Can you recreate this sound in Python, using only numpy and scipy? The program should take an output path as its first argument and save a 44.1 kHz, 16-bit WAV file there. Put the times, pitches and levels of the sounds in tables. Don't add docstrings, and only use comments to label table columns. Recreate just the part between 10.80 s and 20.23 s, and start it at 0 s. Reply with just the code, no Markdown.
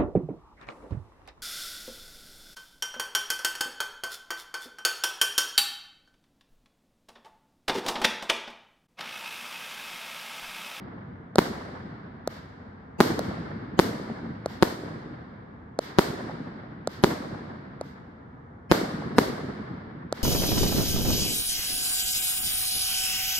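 import sys
import numpy as np
from scipy import signal
from scipy.fft import rfft, irfft, next_fast_len
from scipy.io import wavfile

SR = 44100
rng = np.random.default_rng(int(sys.argv[2]) if len(sys.argv) > 2 else 0)


def boost_factor(decibels):
    exponent = np.asarray(decibels, float) / 20
    return 10 ** exponent


def to_wav(s):
    ch = np.atleast_2d(s).T
    pcm = np.round(np.clip(ch, -1, 1) * 32767)
    wavfile.write(sys.argv[1], SR, pcm.astype(np.int16))


N = 415863

# f/Hz, level/dB per Hz
YARD_COLOUR = [(18, -18.5), (30, -27), (93, -9.5), (145, -15), (252, -13), (319, -23), (486, -20.5),
               (526, -26), (780, -24), (1220, -28), (1670, -31.5), (2610, -48.5), (16000, -89.5)]
# f/Hz, likeness/-1 to 1
LIKENESS = [(60, 1), (130, 0.97), (290, 0.87), (640, -0.069), (1410, -0.18), (3100, 0.094), (6820, -0.14),
            (15000, 0.26)]
# f/Hz, level/dB per Hz
SCATTER_COLOUR = [(40, -20), (106, -10.5), (243, 0), (340, 0.6), (560, -4.5), (1550, -12), (2300, -15.5),
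                  (4700, -17.5), (5700, -22.5), (6300, -25.5), (9300, -28), (10200, -39.5), (11500, -23.5),
                  (15800, -32.5)]
# f/Hz, early fall/dB, time to fall 60 dB/s, lift tail against burst tail/dB
WOODS_DECAY = [(60, -8, 3.2, -10.5), (150.7, -7, 6.3, -10), (324, 4, 3.32, -1), (740, 4, 3.27, 1),
               (1700, 2.5, 4.35, 6), (3490, 12, 2.93, 5), (5650, 2, 1, 2.5), (8350, 3, 1.04, -3),
               (14200, 10.5, 0.53, -2.5)]
# t/s, tail level/dB
EARLIER_SHELLS = [
    (-0.67, -29.5),
]
# t/s, peak level/dB
DEBRIS = [
    (4.868, -84.),
    (5.8194, -80.),
    (7.1008, -72.),
    (7.2764, -80.),
    (7.559, -82.),
    (8.99, -78.),
]
# t/s, pop level/dB, muzzle crack level/dB, gas spit level/dB, tail level/dB
LIFTS = [
    (0.5573, -13.5, -17.5, -29, -43),
    (1.4751, -13.5, -20.5, -15, -47),
    (2.3922, -14, -20.5, -18.5, -47),
    (3.6597, -13.5, -22.5, -27, -46.5),
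    (4.9897, -9.5, -18, -42, -42.5),
    (6.0737, -12.5, -17.5, -46, -45.5),
    (7.0118, -18.5, -30.5, -45.5, -55),
    (9.3256, -13.5, -17, -35.5, -43.5),
]
# multiple of crack pitch, level/dB, length/ms
MUZZLE_MODES = [(1., -4, 0.66), (1.72, -3, 0.42), (.3, -12, 2.3), (1.35, -4, 0.57), (2.05, -25.5, 2),
                (2.9, -32.5, 1.9)]
# delay/s, level/dB, f/Hz, left-right/dB
ECHOES = [
    (0.044, -39, 324, 4),
    (0.084, -32, 298, -2),
    (.1, -18, 346, 3.5),
    (0.114, -23, 162, -3),
    (.16, -36, 497, 0.),
    (0.209, -24.5, 414, -3),
    (.25, -37, 265, -8),
    (.285, -23, 275, -4),
    (.309, -24, 670, 0),
]
# multiple of port pitch, level/dB, length/ms
PORT_MODES = [(1., -11.5, 1.2), (1.6, -19, 0.66), (2.4, -18.5, 0.54), (.7, -33, 0.74)]
# t/s, ground bounce delay/ms, shadow on the right port/0-1, blast length ratio, tail level/dB
BURSTS = [
    (0.5842, 5.12, 0.65, 1.07, -33.5),
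    (2.2043, 4.85, 0.3, 1.15, -28.5),
    (2.9916, 5.34, 0.7, 1.04, -31.5),
    (3.8254, 5.33, 0.78, 1.02, -34),
    (5.1863, 5.13, 0.95, 1.05, -31),
    (6.2382, 4.95, 0.98, 1.05, -32.5),
    (7.9145, 5.47, 1, 1, -28.5),
    (8.3838, 4.1, 0.3, 1.02, -31),
]

STEP = 64
FFT_SIZE = next_fast_len(N)
FFT_HZ = np.arange(FFT_SIZE // 2 + 1) * SR / FFT_SIZE + 1
MS = np.arange(1800) / SR * 1000
TOP_HZ = 15900
NEAR_TRUNKS_S = .118


def at_hz(points, hz, column=1):
    table = np.array(points)
    return np.interp(np.log(hz), np.log(table[:, 0]), table[:, column])


def upsample(slow):
    return np.interp(np.arange(N) / STEP, np.arange(len(slow)), slow)


def drift(rate_hz):
    r = np.exp(-2 * np.pi * rate_hz * STEP / SR)
    slow = signal.lfilter([1], [1, -2 * r, r * r], rng.standard_normal(N // STEP + 502))[500:]
    return slow / slow.std()


def coloured(colour):
    notch_hz, notch_db, notch_width_hz = 2367, -11, 630
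    alike = np.clip(at_hz(LIKENESS, FFT_HZ), -.99, .99)
    above = np.exp(-np.maximum(FFT_HZ - notch_hz, 0) / notch_width_hz)
    below = 1 + (notch_hz / FFT_HZ) ** 40
    gain = boost_factor(at_hz(colour, FFT_HZ) + notch_db * above / below) * (FFT_HZ < TOP_HZ)
    mid, side = rfft(rng.standard_normal((2, FFT_SIZE))) * gain
    out = mid * np.sqrt(1 + alike) + side * np.sqrt(1 - alike) * [[1], [-1]]
    return out / irfft(out, FFT_SIZE).std()


def add(out, s, sound):
    i = round(s * SR)
    out[:, i:i + sound.shape[-1]] += sound[..., :max(N - i, 0)]


def swing(hz, start_ms, grow_ms, power):
    t = np.maximum(MS - start_ms, 0)
    return np.sin(2 * np.pi * hz * t / 1000) * (t / grow_ms * np.exp(1 - t / grow_ms)) ** power


def front(start_ms, width_ms, rise_ms):
    t = np.maximum(MS - start_ms, 0)
    return (1 - np.exp(-(t / rise_ms) ** 2)) * np.exp(-(t / width_ms) ** 2)


def suction(hz, start_ms, last_ms, squareness):
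    t = np.maximum(MS - start_ms, 0)
    return -np.tanh(squareness * np.sin(2 * np.pi * hz * t / 1000)) * np.exp(-(t / last_ms) ** 3)


def ring(modes, pitch_hz, start_ms, grow_ms):
    t = np.maximum(MS - start_ms, 0)
    chance = rng.normal(0, 1, (len(modes), 2)) * [.9, .012]
    rings = 0
    for (multiple, level_db, length_ms), (louder_db, sharper) in zip(modes, chance):
        hz = pitch_hz * multiple * (1 + sharper)
        fade = np.exp(-(t / length_ms) ** 2)
        rings = rings + boost_factor(level_db + louder_db) * fade * np.sin(2 * np.pi * hz * t / 1000)
    return rings * (1 - np.exp(-t / grow_ms))


def quiet_yard():
    noise = irfft(coloured(YARD_COLOUR), FFT_SIZE)[:, :N]
    return boost_factor(-47.5) * noise * upsample(boost_factor(0.51 * drift(3.9)))


def clumps(per_s, length_s):
    hits = rng.uniform(0.21, 2.4, N // STEP + 2) * (rng.random(N // STEP + 2) < per_s * STEP / SR)
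    swells = np.convolve(hits, np.hanning(round(length_s * SR / STEP)), "same")
    return swells / swells.mean()


def tail_power(s, hz, swell_s, near_db, near_s):
    t = np.maximum(np.arange(N // STEP + 2) * STEP / SR - s, 0)
    near = near_db / (1 + (t / near_s) ** 8)
    far_ridge = 2.5 * np.exp(-((t - .45) / .18) ** 2) / (1 + (hz / 500) ** 2)
    early_fall = at_hz(WOODS_DECAY, hz) * (1 - np.exp(-t / 0.18))
    late_fall = 60 * t / at_hz(WOODS_DECAY, hz, column=2)
    level_db = near + far_ridge - early_fall - late_fall
    return boost_factor(2 * level_db) * (1 - np.exp(-(t / swell_s) ** 2))


def woods():
    noise = coloured(SCATTER_COLOUR)
    low_bunches, high_bunches = clumps(28, .035), clumps(35, .024)
    out = 0
    for hz in 25 * np.sqrt(2) ** np.arange(1, 20):
        share = np.cos(np.pi * np.clip(np.log2(FFT_HZ / hz), -.5, .5)) ** 2
        tilt_db = 0.3 * np.log2(hz / 500)
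        lift_db = at_hz(WOODS_DECAY, hz, column=3)
        lift_near_db = 1.7 * np.log2(2 + hz / 1000)
        power = 0
        for s, *_, db in BURSTS:
            power = power + boost_factor(2 * (db + tilt_db)) * tail_power(s, hz, 0.0045, 4., NEAR_TRUNKS_S)
        for s, db in EARLIER_SHELLS:
            power = power + boost_factor(2 * db) * tail_power(s, hz, .012, 3., .12)
        for s, *_, db in LIFTS:
            tail = tail_power(s + 0.0081, hz, 0.043, lift_near_db, NEAR_TRUNKS_S)
            power = power + boost_factor(2 * (db + lift_db)) * tail
        bunched = .45 / (1 + (hz / 1300) ** 2)
        power = power * (1 - bunched + bunched * (low_bunches if hz < 450 else high_bunches))
        flutter = boost_factor(0.48 * drift(20) / (1 + hz / 2000))
        out = out + irfft(noise * share, FFT_SIZE)[:, :N] * upsample(np.sqrt(power) * flutter)
    return out


def cinders():
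    out = np.zeros((2, N))
    for s, db in DEBRIS:
        tick = np.diff(rng.standard_normal((2, len(MS) + 2)), 2) * np.exp(-MS / 1.2)
        add(out, s, boost_factor(db - 6) * tick)
    return out


def smears():
    block, block_start, shortest = 1024, 790, 350
    out = np.zeros((2, N))
    for s, *_, tail_db in BURSTS:
        length = (round(s * SR) - block_start - shortest) % block + shortest
        t = np.arange(length) / SR
        hz = np.geomspace(150, 13000, 60) * rng.normal(1, .03, (2, 60))
        phase = rng.uniform(0, 2 * np.pi, (2, 60))
        level_db = tail_db - 13.5 - 3.7 * np.log2(hz / 1000) + rng.normal(0, 8., size=60) - 11
        tones = np.sin(2 * np.pi * hz[..., None] * t + phase[..., None])
        bands = (boost_factor(level_db)[..., None] * tones).sum(axis=1)
        add(out, s - len(t) / SR, bands * np.sin(np.pi / 2 * t / t[-1]) ** 2.1)
    return out


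def lifts():
    crack_hz = 4356
    out = np.zeros((2, N))
    for s, pop_db, crack_db, spit_db, _ in LIFTS:
        ports = []
        for lag_ms, louder_db in ((0, 1.5), (.06, 5.6)):
            pop = swing(570, lag_ms, 1.24, 3.04) + 0.19 * swing(570, lag_ms + 3.4, 0.4, 0.65)
            pop = pop + 0.52 * front(lag_ms, 0.52, 0.069)
            crack = ring(MUZZLE_MODES, crack_hz, lag_ms, 0.086)
            ports.append(boost_factor(pop_db) * pop + boost_factor(crack_db + louder_db) * crack)
        spit = np.diff(rng.standard_normal((2, len(MS) + 1))) * front(0.16, 0.64, 0.89)
        add(out, s, np.array(ports) + boost_factor(spit_db) * spit)
    return out


def echoes():
    out = np.zeros((2, N))
    for s, *_, tail_db in BURSTS:
        for delay_s, echo_db, hz, pan_db in ECHOES:
            thud = swing(hz, 0, 600. / hz, 2.2) * boost_factor(echo_db + tail_db + 26 + rng.normal(0, 2))
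            late_s = rng.normal(0, 0.00203)
            add(out, s + delay_s + late_s, thud * boost_factor(np.array([[.5], [-.5]]) * pan_db))
    return out


def bursts():
    port_hz = 5200
    out = np.zeros((2, N))
    for s, bounce_ms, shadow, long, _ in BURSTS:
        lit = 3.1 * front(-0.059, 0.27 * long, 0.13)
        lit = lit + 0.65 * suction(320 / long, 0.31 * long, 2.27 * long, 2.9)
        shaded = 1.3 * suction(290, .07, 1.2, 2.5) + .24 * swing(270, 1.7, 1., 1.5)
        shaded = shaded + 1.9 * front(.24, .13, .06)
        left = lit + 0.65 * ring(PORT_MODES, port_hz, .1, 0.14)
        right = (1 - shadow) * lit + shadow * shaded + 0.65 * ring(PORT_MODES, .8 * port_hz, 0.051, 0.12)
        add(out, s, np.array([left, right]))
        bounce = []
        for lag_ms in (0, .12):
            push = 4.5 * front(lag_ms - .1, 0.26, .19)
            pull = 0.5 * suction(305 / long, lag_ms + 0.33, 2.87 * long, 1.7)
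            rattle = 0.61 * ring(PORT_MODES, .85 * port_hz, lag_ms + 0.15, 0.24)
            bounce.append(push + pull + rattle)
        add(out, s + bounce_ms / 1000, np.array(bounce))
    return out


def scene():
    return quiet_yard() + woods() + cinders() + lifts() + echoes() + bursts()


def top_cut(x):
    return signal.sosfilt(signal.butter(12, 16990, fs=SR, output="sos"), x)


def record(dry):
    thin = signal.sosfilt(signal.butter(2, 38, "high", fs=SR, output="sos"), dry)
    overloaded = .97 * np.tanh(thin / .95)
    cut = signal.sosfilt(signal.cheby2(10, 60, TOP_HZ + 1050, fs=SR, output="sos"), overloaded)
    mix = np.clip(cut + smears(), -1, 1)
    return top_cut(mix)


dry = scene()
out = record(dry)
to_wav(out)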